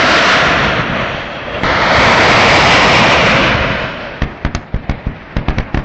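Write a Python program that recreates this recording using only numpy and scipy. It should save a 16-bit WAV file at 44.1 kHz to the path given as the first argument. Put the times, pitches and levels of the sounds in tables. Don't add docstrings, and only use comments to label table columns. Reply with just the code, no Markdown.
import sys
import numpy as np
from scipy import signal
from scipy.fft import rfft, irfft
from scipy.io import wavfile
from scipy.ndimage import uniform_filter1d

SR = 44100
rng = np.random.default_rng(int(sys.argv[2]) if len(sys.argv) > 2 else 0)


def transcribe(signal):
    frames = np.atleast_2d(signal).T
    limited = np.clip(frames, -1, 1)
    pcm = np.round(limited * 32767).astype(np.int16)
    wavfile.write(sys.argv[1], SR, pcm)


def ratio_of_db(decibels):
    return 10 ** (np.asarray(decibels, float) / 20)


N = 257544
T = np.arange(N) / SR
F = np.fft.rfftfreq(N, 1 / SR) + 1e-3

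# low edge [f/Hz], high edge [f/Hz]
ROAR_BANDS_HZ = [(450, 1200), (40, 350), (1300, 3000), (3300, 7500)]
# [f/Hz], density [level/dB per Hz]
ROAR_COLOUR = [(15, -44), (25, -31.5), (49, -0.5), (98, -2), (134, 1.5), (202, 1), (416, -2), (504, 4.5),
               (656, 8), (963, 2), (1600, -3), (2180, -6), (3050, -8), (5700, -16.5), (7790, -31),
               (10100, -80.5), (17100, -120)]
# [t/s], [level/dB]
ROTOR_LEVEL = [
    (3.9, -27),
    (4.287, -29),
    (4.564, -33.5),
    (4.898, -31),
    (5.332, -29.5),
    (5.552, -29),
    (5.84, -31.5),
]
# [f/Hz], density [level/dB per Hz]
ROTOR_COLOUR = [(15, -22.5), (25, 1), (152, 0.5), (480, -3.5), (672, 0), (1040, -6), (2400, -9.5),
                (3280, -19.5), (3610, -20.5), (3880, -22), (7790, -39.5), (10100, -58.5), (17100, -120)]
# [t/s], strength [level/dB], brightness [f/Hz], ground echo delay [t/ms], echo [level/dB]
BLASTS = [(4.2194, 5, 2700, 14, 0.5), (4.449, 4, 2500, 13, 2), (4.549, 3, 4970, 13, -6),
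          (4.742, 3, 513, 18, 1), (4.895, 4.5, 2190, 14, 0.5), (5.068, 2.5, 392, 17, -5.5),
          (5.3665, 5, 2180, 16, -1), (5.4838, 6.5, 2290, 13, 5), (5.5735, -4.5, 350, 19, -20),
          (5.5836, 3, 2360, 15, 4), (5.745, 6.5, 1820, 11, -8), (5.773, 3, 1900, 15, 1.5)]
# [t/s], strength [level/dB], brightness [f/Hz], ground echo delay [t/ms], echo [level/dB]
IGNITIONS = [
    (1.634, 4.9, 1700, 14, -6.5),
    (1.7005, 1.9, 2120, 16, -17.5),
]
# [t/s], peak [level/dB], pitch [f/Hz]
THUDS = [(0.453, -14.5, 212), (.490, -10, 199), (0.7955, -7, 179), (0.898, -5.5, 168), (1.012, -16, 171),
         (1.146, -16.5, 167), (3.246, -13, 115.4), (3.35, -6, 118), (3.549, -2, 149), (3.608, -9.5, 63),
         (3.703, -10.5, 131), (3.84, -18, 151)]
# [t/s], [level/dB], distance [0-1]
SALVOS = [
    [(0, -14.5, 0.22), (.27, -13, 0.02), (.56, -16, 0.6), (.75, -17.5, 0.75), (.9, -22, 1),
     (1.02, -21, 0.88), (1.31, -30, .6), (1.55, -27.5, 1), (1.631, -28, 1)],
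    [(1.636, -18, 0.63), (1.85, -16, .5), (1.97, -12.5, 0.64), (2.42, -11.5, 0.5), (2.75, -11.5, 0.47),
     (3.39, -14, 0.66), (3.72, -19.5, 0.89), (3.9, -26.5, 0.74), (4.17, -35, 0.7)],
]
# first [f/Hz], last [f/Hz], then first, midway and last [level/dB]
FRINGES = [
    [(843, 820, -8, -8.5, -9.5), (590, 560, -2.5, -3.5, 9.5), (300, 160, 6.5, 0, -4.5),
     (3280, 3250, -2.5, 2, 10), (4640, 5300, 2.5, -8, -6.5), (1390, 1350, 5.5, 4, 1.5),
     (2550, 2700, 0.5, 1.5, 7)],
    [(2505, 4400, -10.5, -0.5, 2.5), (2126, 2600, 3.5, 4, 6), (798, 800, -5, -2, -14),
     (957, 810, 4, 0.5, -1.5), (1546, 1850, 0.5, -6.5, 0.5), (4230, 6300, 3.5, 6, -7),
     (603, 580, -2, -2, 5.5), (2380, 3100, -0.5, 2.5, 5), (1320, 1500, 5, -3, 6)],
]

# close by, and their change at full distance (dB)
NEAR_DB, FAR_DB = [-13, 0, -5], [16.5, 1.44, -8.5]
FRINGE_WIDTH_HZ, FRINGE_WIDTH_SHARE = 48, .05
BLADE_HZ = 19
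CRACK_DB, CRACK_DB_PER_OCTAVE = -6.5, 6.5
HILLS_T60_S, HILLS_DB = 0.36, -21
OVERLOAD = 0.65
TICK_S, TICK_DB = 2.4618, -25
TOP_HZ = 7990


def level(x, db):
    return x * ratio_of_db(db) / np.sqrt(np.mean(x ** 2))


def walk(rate):
    k = int(SR / rate)
    held = np.repeat(rng.standard_normal(N // k + 1), k)
    return 1.3 * uniform_filter1d(uniform_filter1d(held, k), k)[:N]


def low(x, hz):
    return signal.lfilter(*signal.butter(2, min(hz, .4 * SR), fs=SR), x)


def band(x, hz, spread):
    edges = [hz / spread, min(hz * spread, .4 * SR)]
    return signal.lfilter(*signal.butter(2, edges, "band", fs=SR), x)


def noise_bands(colour):
    hz, db = np.transpose(colour)
    spectrum = rfft(rng.standard_normal(N)) * ratio_of_db(np.interp(np.log(F), np.log(hz), db))
    centres = 22 * 2 ** np.arange(0, 9, .5)
    shapes = (np.clip(1 - 2 * np.abs(np.log2(F / c)), 0, 1) for c in centres)
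    return spectrum, centres, [irfft(spectrum * s, N) for s in shapes]


def rotor():
    s, db = np.transpose(ROTOR_LEVEL)
    phase = 2 * np.pi * BLADE_HZ * T + 0.5 * walk(9.2)
    chop_db = 1.6 * np.cos(phase) + .6 * walk(25)
    wash = 0
    for noise in noise_bands(ROTOR_COLOUR)[2]:
        wash = wash + noise * ratio_of_db(chop_db + 1.6 * walk(9.1))
    return level(wash, 0) * ratio_of_db(np.interp(T, s, db))


def hills(x):
    t = T[:SR]
    scatter = rng.standard_normal(len(t)) * (rng.random(len(t)) < .05) * (t > .022)
    tail = band(scatter, 500, 4.2) * np.exp(-np.log(1000) * t / HILLS_T60_S)
    return ratio_of_db(HILLS_DB) * signal.fftconvolve(x, tail / np.sqrt(np.sum(tail ** 2)))[:N]


def thuds():
    out, t = np.zeros(N + SR), T[:SR // 10]
    for s, db, hz in THUDS:
        cycle = np.sin(2 * np.pi * hz * t) * np.exp(-(t * hz) ** 2)
        start = int(s * SR)
        out[start:start + len(t)] += ratio_of_db(db) * cycle
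    return out[:N]


def blasts(table, push_share):
    out, t = np.zeros(N + SR), T[:SR // 4]
    for s, db, bright_hz, echo_ms, echo_db in table:
        crack_db = CRACK_DB + CRACK_DB_PER_OCTAVE * np.log2(bright_hz / 2000)
        push_s = push_share * echo_ms / 1000
        push = -2.1 * (t < push_s)
        rebound = np.exp(-(np.abs(t - 3.2 * push_s) / (2.1 * push_s)) ** 2)
        suction = 0.81 * (t >= push_s) * rebound
        hiss = rng.standard_normal((4, len(t)))
        roll = 3.2 * band(hiss[3], 75, 2.6) * np.exp(-t / .04) * (t > echo_ms / 1000)
        spray = band(hiss[0], bright_hz, 1.9) + 2.0 * band(hiss[0], 1900, 1.4)
        crack = spray * np.exp(-((t - .8 * push_s) / .0014) ** 2)
        crack = 3.27 * ratio_of_db(crack_db) * crack / np.max(np.abs(crack))
        debris = band(hiss[1:], 500 + 0.1 * bright_hz, 2.62) * np.exp(-t / 0.01) * (t > push_s)
        debris = 1.16 * ratio_of_db(0.14 * crack_db) * debris
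        wave = low(push + suction, bright_hz) + crack + debris[0] + roll
        smear = 0.21 * push - np.exp(-t / 0.011)
        echo = low(smear, 150 + 0.27 * bright_hz) + 0.79 * debris[1]
        lag = int(echo_ms * SR / 1000)
        wave[lag:] += ratio_of_db(echo_db) * echo[:-lag]
        start = int(s * SR)
        out[start:start + len(t)] += ratio_of_db(db - 12.5) * wave
    return out[:N]


def fringes(x):
    f, t, z = signal.stft(x, SR, nperseg=1024)
    second = t > SALVOS[1][0][0]
    for salvo, rows, on in zip(SALVOS, FRINGES, (~second, second)):
        done = (t - salvo[0][0]) / (salvo[-1][0] - salvo[0][0])
        for first_hz, last_hz, *db in rows:
            hz = np.interp(done, [0, 1], [first_hz, last_hz])
            width_hz = FRINGE_WIDTH_HZ + FRINGE_WIDTH_SHARE * hz
            shape = np.exp(-((f[:, None] - hz) / width_hz) ** 2)
            z = z * ratio_of_db(on * np.interp(done, [0, .5, 1], db) * shape)
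    return signal.istft(z, SR, nperseg=1024)[1][:N]


def roar():
    s, mid_db, distance = np.vstack(SALVOS).T
    relative_db = np.array(NEAR_DB)[:, None] + np.outer(FAR_DB, distance)
    spectrum, centres, bands = noise_bands(ROAR_COLOUR)
    power = [np.sum(np.abs(spectrum[(F > a) & (F < b)]) ** 2) * 2 / N ** 2 for a, b in ROAR_BANDS_HZ]
    target_db = np.array([mid_db, *(mid_db + r for r in relative_db)])
    gains_db = target_db - 10 * np.log10(power)[:, None]
    order = np.argsort(ROAR_BANDS_HZ, axis=0)[:, 0]
    anchors = np.log(np.prod(ROAR_BANDS_HZ, axis=1)[order]) / 2
    surge_db = .4 * walk(16) + .8 * walk(40)
    out = 0
    for hz, noise in zip(centres, bands):
        db = [np.interp(np.log(hz), anchors, g) for g in gains_db[order].T]
        flicker_db = .6 * walk(22)
        out = out + noise * ratio_of_db(np.interp(T, s, db) + surge_db + flicker_db)
    past_db = 0.74 * np.clip(np.interp(T, s, mid_db) + 17.0, 0, None)
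    fade_db = 60 * np.clip(T - s[-1], 0, None)
    return out * ratio_of_db(past_db - fade_db)


def scene():
    bangs = blasts(BLASTS, push_share=.16) + blasts(IGNITIONS, push_share=0.051) + thuds()
    return (fringes(roar()) + rotor() + bangs + hills(bangs))[None]


def input_stage(x):
    load = signal.lfilter([1 / 1300], [1, 1 / 1300 - 1], np.clip(x, -1, 1) ** 2)
    ceiling = OVERLOAD * (1 + .6 * np.exp(-load / .05))
    over = x / ceiling
    x = ceiling * over / (1 + np.abs(over) ** 4.3) ** (1 / 3.65)
    x = x + 0.18 * band(x, 1870, 1.23)
    return low(signal.lfilter(*signal.butter(1, 16, "high", fs=SR), x), 5340)


def coarse(x, size):
    f, t, z = signal.stft(x, SR, "cosine", nperseg=size)
    near = np.abs(uniform_filter1d(np.abs(z), size // 128, axis=0))
    loud_db = 10 * np.log10(np.sum(np.abs(z) ** 2, axis=0) + 1e-12)
    luck = uniform_filter1d(rng.standard_normal((size // 16 + 1, len(t))), 4)
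    floor_db = .85 * loud_db - 55 + 11 * luck
    floor = ratio_of_db(np.repeat(floor_db, 8, axis=0)[:len(f)])
    step = np.maximum(ratio_of_db(-8) * near, floor)
    return signal.istft(np.round(z / step) * step, SR, "cosine", nperseg=size)[1][:N]


def grain(x):
    sudden = uniform_filter1d(x ** 2, 256) > 8 * uniform_filter1d(x ** 2, 8192)
    held = np.clip(uniform_filter1d(1. * sudden, 1024) * 100, 0, 1)
    gate = uniform_filter1d(held, 512)
    bang = signal.sosfiltfilt(signal.butter(10, 6900, fs=SR, output="sos"), gate * x)
    return gate * bang + (1 + gate) * coarse((1 - gate) * x, size=4096)


def band_limit(x):
    return signal.sosfilt(signal.butter(12, 15400, fs=SR, output="sos"), x)


def record(dry):
    x = grain(input_stage(dry[0]))
    x = signal.sosfiltfilt(signal.ellip(8, .2, 45, TOP_HZ, fs=SR, output="sos"), x)
    x = x - ratio_of_db(TICK_DB) * (np.arange(N) == int(TICK_S * SR))
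    return band_limit(np.clip(x, -1, 1)[None])


dry = scene()
out = record(dry)
transcribe(out)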